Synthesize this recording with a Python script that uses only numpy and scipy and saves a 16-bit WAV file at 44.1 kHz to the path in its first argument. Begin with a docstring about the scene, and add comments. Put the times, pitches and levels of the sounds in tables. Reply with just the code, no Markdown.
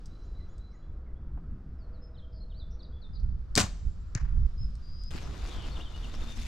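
"""Birdsong over wind rumble and leaf hiss is heard first; at 3.57 s a bow is shot, as a click, a slam and a rattle.
The slam excites damped resonances of the bow; just over half a second later the arrow smacks into far foam.
Birds are tones of gliding pitch, and wind is filtered noise; scattered echoes trail the shot and the birds.
The sound opens from mono to stereo at 3 s. At 5.1 s the scene jumps to a second spot,
where a louder rush of air, made of noise, is joined by rustling cloth and random crunching snaps."""
import sys
import numpy as np
from scipy import signal
from scipy.fft import rfft, irfft, next_fast_len
from scipy.io import wavfile
from scipy.ndimage import uniform_filter1d, map_coordinates

SR = 44100
rng = np.random.default_rng(int(sys.argv[2]) if len(sys.argv) > 2 else 0)


def wav_out(sig):
    """Save sig, one row per channel (or a flat mono array), as 16-bit PCM at SR to the path in sys.argv[1]."""
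    wavfile.write(sys.argv[1], SR, np.round(np.clip(np.atleast_2d(sig).T, -1, 1) * 32767).astype(np.int16))


N = 285324
TIME = np.arange(N) / SR

# Times of the string's slam, the arrow's impact, the jump to the second spot and the stereo opening
SHOT_S, HIT_S, JUMP_S, STEREO_S = 3.5748, 4.1503, 5.106, 3.0
TOP_HZ = 15900  # upper band limit

# Lurches of limbs and frame as the string stops and rebounds: [t/s, level/dB, f/Hz, t60/s]
BOW_LURCHES = [(3.5672, -20, 125, 0.048), (3.5765, -10.5, 177.7, 0.034), (3.606, -19, 95, 0.09),
               (3.6393, -19, 105, 0.035)]
# Resonances of the bow's body: [f/Hz, bandwidth/Hz, relative level/dB]
BOW_RESONANCES = [(207, 45, 2), (736, 31, -5), (1451, 31, 2.5), (1548, 35, -3), (2040, 28, -9),
                  (980, 260, -8), (4790, 150, -7)]
# Ringing thin metal parts of the bow: [f/Hz, level/dB, t60/s]
METAL_MODES = [(7300, -73.5, 2.6), (8140, -67.5, 1.1)]
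# Clicks of the release and the gear: [t/s, level/dB, t60/s]
CLICK_EVENTS = [(0.057, -51.5, 0.04), (0.581, -57, 0.015), (3.554, -8, 0.0049), (3.5617, -15.5, 0.00715),
                (4.7544, -45.5, 0.0053), (5.036, -46, 0.01)]
# Dull knocks and scuffs: [t/s, level/dB, f/Hz]
KNOCK_EVENTS = [(1.373, -47, 730), (5.145, -31, 230), (5.175, -41, 2260), (5.271, -44, 595),
                (6.38, -43, 2010)]

# Noise spectra of the bow's slam and rattle, the clicks and the foam: [f/Hz, relative level/dB]
SLAM_SPECTRUM = [(60, -10.5), (170, 7.5), (380, -2), (3000, -6), (4500, -4), (7800, -11), (15000, -34.5)]
RATTLE_SPECTRUM = [(350, 1), (4700, -0.5), (7900, 2.5), (9000, -8.5), (15500, -27.5)]
CLICK_SPECTRUM = [(900, -25), (3100, -15), (5000, 0.5), (6300, -5), (7900, -2.5), (9500, -14.5),
                  (15000, -36)]
FOAM_SPECTRUM = [(700, -9), (1850, 1.5), (3500, -14), (5200, 0), (7000, 3.5), (8200, -14.5), (15000, -42)]
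# Noise spectra of the second spot's air and cloth: [f/Hz, relative level/dB]
RUSH_SPECTRUM = [(330, -2.5), (550, -7.5), (1320, -10.5), (1900, -17), (4500, -19), (8000, -33),
                 (15000, -62)]
RUSTLE_SPECTRUM = [(800, -8), (2500, 1), (7000, -5.5), (9000, -15), (12000, -17), (15000, -32)]
# Noise spectra of microphone wind, far trees, leaves and canopy: [f/Hz, relative level/dB]
RUMBLE_SPECTRUM = [(25, 0), (60, -0.5), (100, -12.5), (200, -23.5), (1500, -100)]
MURMUR_SPECTRUM = [(220, -0.5), (350, -4), (600, -12.5), (900, -18), (12000, -81.5)]
LEAF_SPECTRUM = [(1500, -8.5), (5000, -1), (8500, -18), (15000, -30)]
CANOPY_SPECTRUM = [(400, 1), (850, -8), (1300, -0.5), (2200, -16.5), (12000, -55)]

# Air and cloth at the second spot: [t/s, rush level/dB, rustle level/dB]
SECOND_SPOT_LEVELS = [(5.17, -50.5, -53), (5.3, -51, -60.5), (5.49, -49, -55), (5.66, -47, -59),
                      (5.88, -53.5, -63), (6.24, -50.5, -57), (6.42, -56, -50.5)]
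# Wind on the microphone: [t/s, rumble level/dB]
WIND_LEVELS = [(0, -41), (2.2, -39.5), (4.9, -36)]
# Gusts on the microphone ports: [t/s, standard deviation/s, level/dB]
GUST_EVENTS = [(3.274, 0.078, -27), (3.864, 0.029, -26), (4.232, 0.0082, -21), (4.264, 0.055, -28),
               (4.407, 0.046, -20.5), (4.629, 0.019, -28)]
# Far air in the trees: [t/s, murmur level/dB, leaf hiss level/dB]
AIR_LEVELS = [(0, -57, -69.5), (1.2, -59, -85.5), (2.9, -58.5, -82), (3.1, -60.5, -79.5), (5.1, -68, -71)]

# Falling notes: [t/s, length/s, starting f/Hz, level/dB]
FALLING_NOTES = [(1.782, 0.085, 5520, -73.5), (1.929, 0.06, 5080, -72), (2.143, 0.033, 3990, -67.5),
                 (2.174, 0.033, 4310, -62.5), (2.5, 0.031, 3830, -64), (2.592, 0.049, 4544, -56),
                 (2.791, 0.029, 4460, -59.5), (2.826, 0.031, 4913, -57.5), (3.016, 0.055, 4616, -58.5),
                 (3.132, 0.032, 5060, -61), (3.152, 0.025, 4950, -59), (5.223, 0.035, 6430, -57.5),
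                 (5.753, 0.021, 3630, -49.5), (5.838, 0.048, 3980, -52), (6.023, 0.0346, 3560, -52.5)]
# Rising notes: [t/s, length/s, starting f/Hz, level/dB]
RISING_NOTES = [(2.537, 0.065, 3360, -62), (3.185, 0.021, 4313, -64), (5.799, 0.026, 2750, -47.5),
                (6.132, 0.031, 4300, -57)]
# Held notes: [t/s, length/s, f/Hz, level/dB]
HELD_NOTES = [(2.015, 0.049, 5256, -63.5), (2.221, 0.032, 3260, -63.5), (2.402, 0.043, 4270, -59),
              (2.924, 0.0614, 3450, -62), (4.575, 0.081, 5160, -57.5), (5.708, .025, 4400, -52),
              (5.937, 0.038, 2930, -54), (6.207, 0.032, 3642, -52), (6.268, 0.063, 3685, -52),
              (6.385, 0.056, 3580, -54)]
# Buzzy notes: [t/s, length/s, start f/Hz, end f/Hz, level/dB, swell/dB, warble depth/Hz]
BUZZY_NOTES = [(2.313, 0.088, 5030, 4590, -67.5, 10, 380), (2.698, 0.072, 5500, 5750, -69.5, -9, 350),
               (4.812, 0.292, 4760, 5050, -58, 12.5, 151), (5.483, 0.19, 3657, 2860, -53.5, -4, 220)]
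# Faint far hums: [t/s, length/s, f/Hz, level/dB]
HUM_EVENTS = [(1.734, 1.24, 635, -71.5), (1.78, 1.3, 486, -68.5), (5.957, 0.62, 234, -56)]

# Stereo balance of the bow and target: [f/Hz, left-minus-right level/dB]
RANGE_BALANCE = [(2400, 0.5), (6000, 4.5)]
# Stereo balance of sounds from ahead and to the left: [f/Hz, left-minus-right level/dB]
LEFT_BALANCE = [(150, -7.5), (1290, 3.5), (8100, 4.5)]
# Decay of scatter from trunks and crowns, before stretching: [f/Hz, t60/s]
WOOD_DECAY = [(1300, 0.88), (7000, 0.84), (12000, 0.14)]

RIGHT_LEAD_RAD = 0.5  # phase lead of the right port above the bass
CLOTH_ROUGH_DB, CRUNCH_DB, PATCHY_DB = 3, -4.5, 1.8
FLUTTER_DB, WAVER_SHARE = 2.2, .003  # random level and pitch variation of a note
FALL_SHARE, RISE_SHARE, ARCH_SHARE = .24, 0.4, 0.045  # shares of the note's pitch
HOOK_S = .042  # sets how short a note must be to dwell on its starting pitch
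HUM_WIDTH = 0.044  # half width as a share of the pitch

# A bird that alternates a level whistle with a high upward flick
SEESAW_S, SEESAW_PERIOD_S = 0.1, 0.246
SEESAW_HZ, SEESAW_DB, FLICK_HZ, FLICK_DB = 4026, -67, 7050, -77.5
# A farther bird that alternates a low falling chirp with a higher note
FAR_S, FAR_PERIOD_S = .385, .338
FAR_LOW_HZ, FAR_LOW_DB, FAR_HIGH_HZ, FAR_HIGH_DB = 2210, -72, 3210, -77.5
# Birdsong that lingers among the trees at the second spot
LINGER_S, LINGER_LENGTH_S, LINGER_HZ, LINGER_DB = 5.27, 1.31, 3580, -64


def bow():
    """Impact excitation and modal resonance: string slam, uneven slaps on its stop, clattering fittings."""
    slide = amp(-26) * blow(SHOT_S - .016, rise=0.0098, t60=0.27) * noise(SLAM_SPECTRUM, side_db=-8)
    slam = amp(-13) * blow(SHOT_S, rise=0.0012, t60=0.057) * noise(SLAM_SPECTRUM, side_db=-13.5)

    slap_rate = 138 * amp(2 * wobble(138))  # Hz
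    slap_phase = np.cumsum(slap_rate) / SR % 1
    slaps = unit(amp(-11 * slap_phase + 2.4 * wobble(400)))
    rattle_envelope = amp(-11.5) * blow(SHOT_S + 0.012, rise=0.019, t60=0.1)
    rattle = rattle_envelope * slaps * noise(RATTLE_SPECTRUM, side_db=-7)
    clatter = amp(-31.0) * blow(SHOT_S + 0.049, rise=0.0033, t60=0.1) * slaps * puff(1050)

    knock = amp(4.5) * filtered(slam + rattle, body_response)
    limbs = sum(amp(db) * ring(s, hz, 0.00098, t60) for s, db, hz, t60 in BOW_LURCHES)
    metal = sum(amp(db) * ring(SHOT_S, hz, .002, t60) for hz, db, t60 in METAL_MODES)
    metal = metal * amp(3.5 * wobble(40))
    return slide + slam + rattle + clatter + knock + limbs + metal


def body_response(f):
    """Modal superposition: the bow's body as a sum of damped second-order resonances."""
    return sum(amp(db) * 1j * f * width / (centre ** 2 - f * f + 1j * f * width)
               for centre, width, db in BOW_RESONANCES)


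def clicks():
    """Brief impact of small hard parts: a steep onset and fast decay shape bright noise."""
    strikes = sum(amp(db) * blow(s, 0.00045, t60) for s, db, t60 in CLICK_EVENTS)
    return strikes * noise(CLICK_SPECTRUM, side_db=-14.5)


def target():
    """Impact and diffuse reflection: foam smack, block thud, and a duller return from brush and trunks."""
    smack = amp(-23.5) * blow(HIT_S, rise=0.00027, t60=0.0092) * noise(FOAM_SPECTRUM, side_db=-8)
    thud = amp(-17.5) * ring(HIT_S + 0.0043, hz=114.0, rise=0.00086, t60=0.053)

    returns = amp(-44.5) * blow(HIT_S, rise=0.0032, t60=0.27)
    returns = returns + amp(-40) * blow(HIT_S + 0.0235, rise=.0005, t60=0.014)
    dulling = lambda hz: amp(6.5) / np.hypot(1, (hz / 2800) ** 2)
    brush = filtered(returns * noise(FOAM_SPECTRUM), dulling)
    far = amp(-55) * blow(HIT_S + 0.012, rise=0.013, t60=0.96) * puff(1270)
    trunks = unit(amp(3 * wobble(140)))  # uneven level of the returns
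    return smack + thud + trunks * (brush + far)


def knocks():
    """Soft contact: each meeting of surfaces is a short gritty puff of noise about one pitch."""
    grit = unit(amp(3 * wobble(450)))
    return grit * sum(amp(db) * blow(s, 0.0018, 0.065) * puff(hz) for s, db, hz in KNOCK_EVENTS)


def second_spot():
    """Turbulence, friction and random impulses: rushing air, cloth and crunching litter; birdsong lingers."""
    rush_db, rustle_db = curves(SECOND_SPOT_LEVELS)
    stir = wobble(35)  # shared by air, cloth and litter
    rush = amp(rush_db + 0.3 * stir) * patchy(noise(RUSH_SPECTRUM), PATCHY_DB)

    roughness = unit(amp(CLOTH_ROUGH_DB * wobble(600) + stir))
    cloth = amp(rustle_db) * roughness * patchy(noise(RUSTLE_SPECTRUM), PATCHY_DB)

    snap_happens = rng.random(N) < 220 * amp(6 * stir) / SR  # clumps where the stir is strong
    snaps = snap_happens * rng.standard_normal(N) * rng.uniform(.5, 1, (2, N))
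    litter = unit(filtered(snaps, lambda hz: amp(along(RUSH_SPECTRUM, hz))))
    crunch = amp(rush_db + CRUNCH_DB) * litter

    linger = hum(LINGER_S, LINGER_LENGTH_S, LINGER_HZ, LINGER_DB)
    return (rush + crunch + cloth) * (TIME > JUMP_S) + linger


def birds():
    """Multiple scattering: near trunks blur the calls, and the farther pair send more into the long tail."""
    far = np.array([repeaters()] * 2)
    song = warblers() + buzzes() + far
    blur = amp(-6.5) * scatter(song, stretch=.25)
    tail = amp(-12) * scatter(song + far, stretch=1)
    return song + blur + tail


def warblers():
    """Frequency glides: quick songs strung from falling, rising and held notes."""
    falls = sum(slur(*row, -FALL_SHARE) for row in FALLING_NOTES)
    rises = sum(slur(*row, RISE_SHARE) for row in RISING_NOTES)
    return falls + rises + sum(arch(*row) for row in HELD_NOTES)


def buzzes():
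    """Frequency modulation: a fast warble of pitch is heard as a buzz."""
    song = np.zeros(N + SR)
    for s, length, start, end, db, swell_db, warble_hz in BUZZY_NOTES:
        u = np.linspace(0, 1, int(length * SR))
        warble = np.sin(2 * np.pi * 140 * length * u + .7 * wobble(90)[:len(u)])  # about 140 Hz
        pitch = start + (end - start) * u + warble_hz * warble
        fade = signal.windows.tukey(len(u), min(1, .04 / length))
        level = amp(db + swell_db * (u - .5) + wobble(170)[:len(u)]) * fade
        song[int(s * SR):][:len(u)] += level * np.sin(2 * np.pi * np.cumsum(pitch) / SR)
    return song[:N]


def repeaters(count=3):
    """Periodic repetition: two birds each pace a two-note phrase; the high flick starts with a burr."""
    song = np.zeros(N)
    burr = lambda u: 1 + 0.22 * np.sin(2 * np.pi * 20 * u)
    whistle = lambda u: SEESAW_HZ * (1 - 0.078 * np.exp(-u / 0.096))
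    for k in range(count):
        s = SEESAW_S + k * SEESAW_PERIOD_S
        song += note(s, length=0.107, db=SEESAW_DB, pitch=whistle)
        top = FLICK_HZ * (1 - 0.0152 * k)  # each flick is a little lower
        flick = lambda u: top * (1 - 0.24 * burr(u) * np.exp(-(u / 0.46) ** 4))
        song += note(s + .11, length=0.078, db=FLICK_DB, pitch=flick)

        s = FAR_S + k * FAR_PERIOD_S
        song += slur(s, length=0.0384, hz=FAR_LOW_HZ, db=FAR_LOW_DB, bend=-0.13)
        song += slur(s + 0.094, length=0.045, hz=FAR_HIGH_HZ, db=FAR_HIGH_DB, bend=0.084)
    return song


def slur(s, length, hz, db, bend):
    """Decelerating glide: pitch leaves hz by the share bend and levels off; short notes start with a hook."""
    hook = max(.75, (HOOK_S / length) ** 2)
    return note(s, length, db, lambda u: hz * (1 + bend * np.sin(np.pi / 2 * u ** hook)))


def arch(s, length, hz, db):
    """Parabolic pitch contour: a held note scoops up to hz and sags at the end."""
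    return note(s, length, db, lambda u: hz * (1 - ARCH_SHARE * (2 * u - 1) ** 2))


def note(s, length, db, pitch):
    """Phase integration of a fluttering tone; pitch gives Hz as the note's progress runs from 0 to 1."""
    u = np.linspace(0, 1, int(length * SR))
    flutter, waver = (map_coordinates(rng.standard_normal(len(u)), [u * length * 170]) for _ in range(2))
    phase = 2 * np.pi * np.cumsum(pitch(u) * (1 + WAVER_SHARE * waver)) / SR
    envelope = amp(db + FLUTTER_DB * flutter) * np.abs(np.sin(np.pi * u)) ** 0.39
    return np.pad(envelope * np.sin(phase), (int(s * SR), N))[:N]


def hum(s, length, hz, db):
    """Narrow-band noise: a resonant filter leaves a fuzzy line that fades in and out."""
    window = np.pad(signal.windows.tukey(int(length * SR), .2), (int(s * SR), N))[:N]
    line = filtered(rng.standard_normal(N), lambda f: 1 / (1 + ((f / hz - 1) / HUM_WIDTH) ** 2))
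    return amp(db) * window * unit(line)


def wind():
    """Turbulent pressure: lumpy rumble and gusts from the right, over the murmur and hiss of far trees."""
    rumble_db, = curves(WIND_LEVELS)
    murmur_db, hiss_db = curves(AIR_LEVELS)
    rumble = amp(rumble_db + 2.1 * wobble(14)) * noise(RUMBLE_SPECTRUM, side_db=-14.5)

    push = sum(amp(db) * bump(s, width) for s, width, db in GUST_EVENTS)
    gusts = push * noise(RUMBLE_SPECTRUM, side_db=-14.0)
    buffet = filtered(gusts, lambda hz: 1 / np.hypot(1, (hz / 170) ** 2))
    buffet = buffet * amp([[-3.5], [2]])  # left and right levels in dB

    murmur = amp(murmur_db + 1.6 * wobble(3.3)) * noise(MURMUR_SPECTRUM)
    swell = amp(-48) * bump(1.5, 0.24) * puff(137)  # a low, distant swell
    canopy = amp(-66 + 1.8 * wobble(5.864)) * noise(CANOPY_SPECTRUM)
    hiss = amp(hiss_db + wobble(1.9)) * noise(LEAF_SPECTRUM)
    return rumble + buffet + murmur + swell + canopy + hiss


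def scatter(x, stretch):
    """Diffuse reverberation: convolution with decaying noise; stretch scales the wood's decay time."""
    hz, t, z = signal.stft(rng.standard_normal((2, SR)), SR, nperseg=256)
    decay = amp(-60 * t / (stretch * along(WOOD_DECAY, hz)[:, None]))
    tail = signal.istft(z * decay, SR, nperseg=256)[1]
    tail = tail + 2.0 * tail[::-1]  # the two ports are close and hear much the same
    return signal.fftconvolve(x, tail / np.linalg.norm(tail[0]), axes=1)[:, :N]


def placed(x, balance, lead=0):
    """Interaural level and phase: balance gives L-R dB; above the bass the right leads by lead radians."""
    half = np.array([[.5], [-.5]])

    def response(hz):
        phase = half * lead * hz ** 2 / (hz ** 2 + 800 ** 2)
        return amp(half * along(balance, hz)) * np.exp(-1j * phase)

    return filtered(x, response)


def blow(s, rise, t60):
    """Damped impact: exponential rise (s) and 60 dB decay time t60 (s) from time s."""
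    t = np.maximum(TIME - s, 0)
    return (1 - np.exp(-t / rise)) * np.exp(-np.minimum(np.log(1000) * t / t60, 50))


def ring(s, hz, rise, t60):
    """Free vibration: one struck mode as a damped sine."""
    return blow(s, rise, t60) * np.sin(2 * np.pi * hz * (TIME - s))


def bump(s, width):
    """Gaussian envelope of peak 1 at time s, with standard deviation width in seconds."""
    return np.exp(-.5 * ((TIME - s) / width) ** 2)


def noise(spectrum, side_db=-4.5):
    """Spectral shaping: coloured noise of rms 1, with mid and side parts setting the stereo width."""
    mid, side = filtered(rng.standard_normal((2, N)), lambda hz: amp(along(spectrum, hz)))
    side = amp(side_db) * side
    return unit(np.array([mid + side, mid - side]))


def puff(hz):
    """Band-limited noise: a dull sound centred on one pitch."""
    return noise([(hz / 4, -15), (hz, 0), (hz * 2, -11), (hz * 10, -70)])


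def patchy(x, depth_db):
    """Time-frequency modulation: bands of a noise swell and sink on their own."""
    z = signal.stft(x, nperseg=512)[2]
    field = uniform_filter1d(rng.standard_normal(z.shape[1:]), size=12, axis=0)  # over frequency
    field = uniform_filter1d(field, size=7, axis=1)  # over time
    return unit(signal.istft(z * amp(depth_db * unit(field)), nperseg=512)[1][:, :N])


def wobble(rate):
    """Interpolated random process: a smooth curve with rate knots a second."""
    return map_coordinates(rng.standard_normal(int(N * rate / SR) + 4), [TIME * rate])


def filtered(x, response):
    """Linear filtering: the spectrum of x times a complex response of frequency."""
    m = next_fast_len(N + SR // 2)
    return irfft(rfft(x, m) * response(np.fft.rfftfreq(m, 1 / SR)), m)[..., :N]


def curves(rows):
    """Linear interpolation in time: one value per sample for each column after the time."""
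    s, *cols = np.transpose(rows)
    return [np.interp(TIME, s, c) for c in cols]


def along(points, hz):
    """Logarithmic frequency scale: (Hz, value) points interpolated on a log axis."""
    f, v = np.transpose(points)
    return np.interp(np.log(hz + 1), np.log(f + 1), v)


def amp(db):
    """Level law: decibels to amplitude gain."""
    return 10 ** (np.asarray(db) / 20)


def unit(x):
    """Energy normalisation: scale to rms 1."""
    return x / np.sqrt(np.mean(x ** 2) + 1e-20)


def scene():
    """Superposition: the shot and its ground and tree echoes, amid birds, wind and far hums."""
    shot = bow() + clicks()
    echoes = amp(-11.5) * scatter(shot, stretch=0.2) + amp(-27.0) * scatter(shot, stretch=0.94)
    archery = placed(shot + echoes + target(), RANGE_BALANCE, RIGHT_LEAD_RAD)
    surroundings = placed(birds() + second_spot(), LEFT_BALANCE)
    hums = sum(hum(*row) for row in HUM_EVENTS)
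    return archery + surroundings + knocks() + wind() + hums


def record(dry):
    """Channel summation and band limiting: mono until STEREO_S, then stereo, with a steep cut at TOP_HZ."""
    ports = np.where(TIME < STEREO_S, dry.mean(axis=0), dry)
    return filtered(ports, lambda hz: 1 / (1 + (hz / TOP_HZ) ** 120))


dry = scene()
out = record(dry)
wav_out(out)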